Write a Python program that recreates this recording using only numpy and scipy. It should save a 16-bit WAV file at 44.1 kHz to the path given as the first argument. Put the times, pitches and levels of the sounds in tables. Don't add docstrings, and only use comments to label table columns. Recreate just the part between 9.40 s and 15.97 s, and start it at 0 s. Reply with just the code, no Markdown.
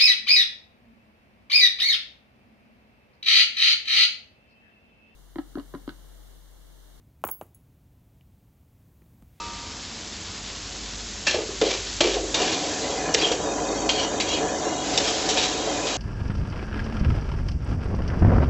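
import sys
import numpy as np
from scipy import signal
from scipy.fft import rfft, irfft, next_fast_len
from scipy.io import wavfile

SR = 44100
rng = np.random.default_rng(int(sys.argv[2]) if len(sys.argv) > 2 else 0)


def int16_out(signal):
    q = np.round(np.clip(np.atleast_2d(signal).T, -1, 1) * 32767)
    wavfile.write(sys.argv[1], SR, q.astype(np.int16))


N = 289737
TIME = np.arange(N) / SR

# pitch in Hz, relative dB when struck or pushed,
# relative dB in the faint bands between strokes, t60 in seconds before added damping.
STEEL_MODES = [(1700, -2, -5, .02), (2030, -5, -7, .035), (2350, -2, -11, .05), (2490, -5, -4, .04),
               (2840, 0, -9, .05), (2985, -1, -7, .055), (3260, -1, -2, .04), (3710, -2, -3, .035),
               (3980, -4, -5, .045), (4310, -2, -8, .05), (4520, -8, -7, .04), (4870, -7, -4, .045),
               (5570, -7, -8, .03), (5950, -4, -9, .018), (6750, -6, -9, .025)]
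# landing in seconds, seconds to the hardest
# push, swell and fade in seconds, push in dB, ringing in dB relative to the push.
LADLE_STROKES = [(1.867, 0.013, 0.052, -26, 6.5), (2.213, 0.093, 0.046, -24.5, -1.5),
                 (2.6065, 0.037, 0.075, -22, -1.5), (2.944, 0.12, 0.078, -25, 3.5),
                 (3.743, 0.1, 0.04, -23.5, 4), (4.4913, 0.108, 0.034, -25.5, 7),
                 (4.802, 0.128, 0.038, -26, 8), (5.5746, 0.1, 0.03, -24.5, 2.5),
                 (5.891, 0.14, 0.052, -23.5, 2), (6.467, 0.026, 0.076, -31, 2)]


def from_db(db):
    return 10 ** (np.asarray(db) / 20)


def rms_one(x):
    return x / np.sqrt(np.mean(x ** 2) + 1e-20)


def drift(per_s):
    r = np.exp(-80 * np.pi * per_s / SR)
    slow = signal.lfilter([1], [1, -2 * r, r * r], rng.standard_normal(N // 40 + 2002))[2000:]
    return np.interp(np.arange(N) / 40, np.arange(len(slow)), rms_one(slow))


def resonate(x, hz, width_hz):
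    r = np.exp(-np.pi * width_hz / SR)
    poles = [1, -2 * r * np.cos(2 * np.pi * hz / SR), r * r]
    return signal.lfilter(np.array([1, 0, -1]) * (1 - r * r) / 2, poles, x + 1e-18)


def colour(x, spectrum):
    hz, db = np.transpose(spectrum)
    size = next_fast_len(N)
    f = np.maximum(np.arange(size // 2 + 1) * SR / size, 1)
    gain = from_db(np.interp(np.log(f), np.log(hz), db))
    skirts = np.minimum(f / hz[0], 1) ** 2 * np.minimum(hz[-1] / f, 1) ** 2
    return rms_one(irfft(rfft(x, size) * gain * skirts, size)[:N])


def grains(per_s, spread_db):
    sizes = from_db(spread_db * np.minimum(rng.exponential(1, N), 5)) * rng.choice([-1, 1], N)
    return rms_one(sizes * (rng.random(N) < per_s / SR))


def die_away(start_s, decay_s):
    age_s = TIME - start_s
    return (age_s >= 0) * np.exp(-np.clip(age_s / decay_s, 0, 40))


def swell(peak_s, rise_s, fall_s):
    width_s = np.where(TIME < peak_s, rise_s, fall_s)
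    return np.exp(-np.minimum(((TIME - peak_s) / width_s) ** 2 / 2, 40))


def sine(hz):
    return np.sin(2 * np.pi * (hz * TIME + rng.random()))


def background(waver_db):
    # frequency in Hz, rms level in dB.
    hum_tones = [(49.8, -49), (75, -60), (100, -62.5), (150, -61.5), (199.5, -57.5)]
    # frequency in Hz, relative density in dB.
    rush_spectrum = [(28, -16), (55, -5), (95, 1), (130, -10.5), (200, -4), (330, -8), (520, -13.5),
                     (700, -16.5), (1000, -13), (2500, -25.5)]
    hum = sum(from_db(db + waver_db * drift(1.1)) * np.sqrt(2) * sine(hz) for hz, db in hum_tones)
    return hum + from_db(-43) * colour(rng.standard_normal(N), rush_spectrum)


def tiled_room(x, t60_s, wall_cut_hz):
    out, dull = np.zeros(N), np.exp(-2 * np.pi * wall_cut_hz / SR)
    for k, lag in enumerate((rng.uniform(0.01, 0.042, 10) * SR).astype(int)):
        loop, gain, state = x.copy(), from_db(-60 * lag / SR / t60_s), [0.]
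        for i in range(lag, N, lag):
            back, state = signal.lfilter([gain * (1 - dull)], [1, -dull], loop[i - lag:i], zi=state)
            loop[i:i + lag] += back[:N - i]
        out += (loop - x) * (-1) ** k
    return out


def bowl():
    # pitch in Hz, level in dB, t60 in seconds.
    modes = [(938, -35, 1.15), (1190, -37.5, 1.4), (1277, -42, 1.1), (1286, -47, 1.1), (2611, -43, 1.0)]
    return sum(from_db(db - 60 * TIME / t60_s) * sine(hz) for hz, db, t60_s in modes)


def burner(open_s, flutter_db):
    # resonance in Hz, width in Hz, relative level in dB.
    cavity = [(299, 30, 4), (406.5, 25, -7.5), (443, 50, 1.5), (553, 13.4, 4.5), (607, 11, -1),
              (689, 65, -3.5), (738.5, 52, 1.5), (809, 9.6, -9), (988, 31, -2.5)]
    # frequency in Hz, relative density in dB.
    flame_spectrum = [(60, -7.5), (130, 1.5), (280, 3), (750, -10), (1100, -3), (1500, -5.5), (2500, -22),
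                      (5000, -25)]
    glow_db, roar_db, turn_s = -49, -26.5, 0.18
    surge_db, surge_s = 4, 0.067
    valve = np.clip(1 + (TIME - open_s) / turn_s, 0, 1)
    flow_db = glow_db + (roar_db - glow_db) * valve + surge_db * swell(open_s, surge_s, surge_s)
    flame = colour(rng.standard_normal(N), flame_spectrum)
    hollow = sum(from_db(db) * resonate(rng.standard_normal(N), hz, width) for hz, width, db in cavity)
    hollow = signal.sosfilt(signal.butter(2, [200, 1200], "band", fs=SR, output="sos"), rms_one(hollow))
    return from_db(flow_db + flutter_db * drift(8.9)) * (from_db(-2) * hollow + from_db(-11) * flame)


def between_strokes(after_s=3, delay_s=0.63, swell_s=0.5):
    pushes_s = [s + lead_s for s, lead_s, *_ in LADLE_STROKES if s + lead_s > after_s]
    return np.max([swell(s + delay_s, swell_s, swell_s) for s in pushes_s], axis=0)


def sizzle():
    # peak time in seconds, sputter level in dB.
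    flares = [(2.449, -37.5), (3.1, -33), (5.599, -29.5), (6.38, -39)]
    # frequency in Hz, relative density in dB.
    fizz_spectrum = [(3500, -24), (5000, -9.5), (6000, 4), (6700, 4), (7400, 3), (8200, -11)]
    sputter_spectrum = [(700, -16.5), (1500, -4), (2500, -2.5), (3500, 0.5), (4300, 1), (5500, 0.5),
                        (6500, -16.5), (8000, -10.5)]
    start_db, hot_db, heating_db_per_s = -45, -36.5, 2.5
    dip_db = -21.5
    fizz_db = np.minimum(start_db + heating_db_per_s * TIME, hot_db)
    sputter_db = -40 + 0.54 * (fizz_db - start_db) + dip_db * between_strokes()
    flare = sum(from_db(db) * swell(s, rise_s=0.11, fall_s=0.43) for s, db in flares)
    fizz = colour(grains(per_s=20000, spread_db=3.5), fizz_spectrum)
    sputter = colour(grains(per_s=12000, spread_db=3), sputter_spectrum) * from_db(0.7 * drift(22))
    fizz_gain = np.hypot(from_db(fizz_db), from_db(-6.5) * flare)
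    return fizz_gain * fizz + np.hypot(from_db(sputter_db), flare) * sputter


def moving_mode(drive, hz, t60_s, damping=2.2, waver=0.014):
    r = np.exp(-damping * np.log(1000) / (t60_s * SR))
    carrier = np.exp(2j * np.pi * np.cumsum(hz * (1 + waver * drift(10))) / SR)
    envelope = signal.lfilter([(1 - r) ** 2], [1, -2 * r, r * r], drive / carrier + 1e-18)
    return 2 * (envelope * carrier).real


def wandering(levels_db, wander_db=10):
    gains = np.array([from_db(db + wander_db * np.tanh(drift(10))) for db in levels_db])
    return gains * np.linalg.norm(from_db(levels_db)) / np.linalg.norm(gains, axis=0)


def treble_bands():
    clicks = grains(per_s=1300, spread_db=0.5)
    hz, _, band_db, t60_s = np.transpose(STEEL_MODES)
    bands = sum(gain * moving_mode(clicks, hz[k], t60_s[k])
                for k, gain in enumerate(wandering(band_db)))
    return from_db(-37) * between_strokes() * rms_one(bands)


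def squeals(jitter_hz):
    # peak time in seconds, swell and fade in seconds, pitch in Hz, level in dB.
    catches = [(1.879, .005, 1777, -23.5), (1.883, 0.01, 2720, -19), (3.803, .005, 4600, -24),
               (3.823, 0.0066, 2450, -27), (3.846, 0.014, 3255, -19), (4.598, 0.012, 2960, -26.5),
               (4.925, 0.0052, 2810, -28), (4.95, 0.01, 3300, -31), (5.905, .008, 3010, -32),
               (5.99, .008, 2500, -26.5), (6.025, 0.012, 2800, -30)]
    out = np.zeros(N)
    for s, swell_s, hz, db in catches:
        phase = 2 * np.pi * np.cumsum(hz + jitter_hz * drift(160)) / SR
        out += from_db(db) * swell(s, swell_s, swell_s) * np.sin(phase)
    return out


def scrapes(judder_db):
    # frequency in Hz, relative density in dB.
    rasp_spectrum = [(300, 3.5), (1000, -1.5), (1600, -7), (2400, 1), (3200, 2.5), (4300, 0), (6000, -1.5),
                     (7500, -6.5), (8200, -16)]
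    slips = colour(grains(per_s=900, spread_db=0), rasp_spectrum) * from_db(judder_db * drift(43))
    rasp, drive = np.zeros(N), np.zeros(N)
    for s, lead_s, swell_s, db, ring_db in LADLE_STROKES:
        push = from_db(db) * (TIME > s) * swell(s + lead_s, swell_s, swell_s) * slips
        rasp += push
        drive += from_db(ring_db) * push
    hz, pushed_db, _, t60_s = np.transpose(STEEL_MODES)
    rings = sum((-1) ** k * gain * moving_mode(drive, hz[k], t60_s[k])
                for k, gain in enumerate(wandering(pushed_db)))
    return from_db(-2.5) * rasp + rings


def thock(start_s, hz, rise_s=0.003):
    age = np.clip((TIME - start_s) / rise_s, 0, 40)
    return age * np.exp(1 - age) * np.sin(2 * np.pi * hz * rise_s * age)


def knocks(scatter_db, damping):
    # start in seconds, level in dB, thock pitch in Hz.
    blows = [(1.943, -16.5, 620), (1.987, -21.5, 450), (2.006, -27, 560), (2.091, -31, 400),
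             (2.215, -14, 480), (2.228, -16, 430), (2.261, -22, 440), (2.607, -15, 590), (2.645, -19, 450),
             (2.674, -22, 420), (2.741, -23, 550), (2.755, -24, 430), (2.767, -18.5, 440),
             (2.839, -26, 420), (3.002, -24, 500), (3.746, -17.5, 490), (3.83, -23, 400), (3.914, -20, 510),
             (4.303, -21, 545), (4.943, -23, 450), (6.468, -27, 450)]
    # pitch in Hz, relative dB, t60 in seconds at damping 1.
    wok_modes = [(298, -12, .4), (339, -6, .5), (384, -4, .52), (420, -5, .42), (453, -4, .34),
                 (517, -8, .26), (600, -10, .2), (700, -8, .18), (807, -14, .14), (900, -14, .1),
                 (1020, -16, .1), (1185, -12, .14)]
    waver, wavers_per_s = 0.06, 22
    thock_db, rattle_db, rattle_s = 2, -11.5, 0.022
    starts_s, level_db, _ = np.transpose(blows)
    strength = from_db(level_db[:, None] + scatter_db * rng.standard_normal((len(blows), len(wok_modes))))
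    out = np.zeros(N)
    for k, (hz, db, t60_s) in enumerate(wok_modes):
        kicks = np.zeros(N)
        kicks[(starts_s * SR).astype(int)] = strength[:, k] * rng.choice([-1, 1], len(blows))
        carrier = np.exp(2j * np.pi * np.cumsum(hz * (1 + waver * drift(wavers_per_s))) / SR)
        r = from_db(-60 * damping / (SR * t60_s))
        envelope = signal.lfilter([1], [1, -r], kicks / carrier + 1e-18)
        out += from_db(db - 12) * (envelope * carrier).imag
    taps = grains(per_s=4700, spread_db=-3.5)
    low_cut = signal.butter(2, 260, "high", fs=SR, output="sos")
    for s, db, hz in blows:
        band = signal.butter(2, [hz / 1.4, hz * 1.4], "band", fs=SR, output="sos")
        rattle = signal.sosfilt(np.vstack([band, low_cut]), die_away(s, rattle_s) * taps + 1e-18)
        rattle /= np.std(signal.sosfilt(band, taps))
        out += from_db(db + thock_db) * thock(s, hz) + from_db(db + rattle_db) * rattle
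    return out


def struck_steel(drive, start_s, scatter_db, detune):
    out = np.zeros(N)
    span = slice(max(int((start_s - 0.15) * SR), 0), int((start_s + 0.5) * SR))
    for hz, db, _, t60_s in STEEL_MODES:
        strength, pull, sign = rng.standard_normal(3)
        rings = resonate(drive[span], hz * (1 + detune * pull), np.log(1000) / (np.pi * t60_s))
        out[span] += np.sign(sign) * from_db(db + scatter_db * strength) * rings
    return out


def clinks():
    # start in seconds, level in dB, chatter decay in seconds, treble in dB, clang in Hz.
    strikes = [(1.869, -12.5, 0.011, -1, 1750), (1.88, -17, 0.0095, -2, 1820),
               (1.944, -33, 0.006, 15.5, 5000), (2.213, -12, 0.012, -18, 3820),
               (2.262, -21, 0.0069, -1.5, 5550), (2.606, -6, 0.0091, -4, 3180), (2.74, -22, .01, 2, 3600),
               (2.9423, -14, 0.022, 0, 3640), (3.015, -23, 0.018, 4, 2900), (3.7399, -19.5, .004, 13, 5800),
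               (3.7448, -10, 0.0047, 9, 2950), (3.916, -16, 0.012, 1, 1600),
               (4.4904, -10, 0.018, -5.5, 4430), (4.8, -16, 0.019, 1, 2410),
               (5.575, -11, 0.0071, 6.5, 1700), (5.888, -24, 0.04, 9.5, 2990), (5.977, -21, 0.02, 3, 2480),
               (6.468, -15, 0.0082, -15, 3300)]
    # frequency in Hz, relative density in dB.
    chatter_spectrum = [(300, 6.5), (1000, 1), (1700, -6), (3000, 1), (4300, 1.5), (6000, 0.5), (7500, -1),
                        (8200, -12)]
    bite_s, tick_s, tick_db = 0.0009, 0.0012, -14
    chatter = colour(grains(per_s=10000, spread_db=-3), chatter_spectrum)
    treble = signal.sosfilt(signal.butter(1, 4000, "high", fs=SR, output="sos"), chatter)
    out = np.zeros(N)
    for s, db, decay_s, treble_db, hz in strikes:
        contact = die_away(s, decay_s) * (1 - die_away(s, bite_s))
        drive = from_db(db) * contact * (chatter + (from_db(treble_db) - 1) * treble)
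        clang = resonate(drive, hz, width_hz=380)
        rings = struck_steel(drive, s, scatter_db=4.5, detune=0.023)
        out += from_db(-5.5) * drive + from_db(-0.5) * clang + from_db(1) * rings
        out += from_db(db + tick_db) * die_away(s + bite_s, tick_s) * treble
    return out


def scene():
    foreground = clinks() + knocks(scatter_db=3.5, damping=0.81)
    foreground += scrapes(judder_db=2) + squeals(jitter_hz=86.4) + treble_bands()
    echo = from_db(-16) * tiled_room(foreground, t60_s=0.45, wall_cut_hz=6000)
    mono = foreground + echo + sizzle() + burner(open_s=3, flutter_db=1.5)
    mono += bowl() + background(waver_db=4)
    return np.stack([mono, mono])


def record(dry):
    ceiling, cutoff_hz = from_db(-2), 7900
    low_pass = signal.ellip(12, 0.2, 80, cutoff_hz, fs=SR, output="sos")
    return signal.sosfilt(low_pass, ceiling * np.tanh(dry / ceiling))


dry = scene()
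out = record(dry)
int16_out(out)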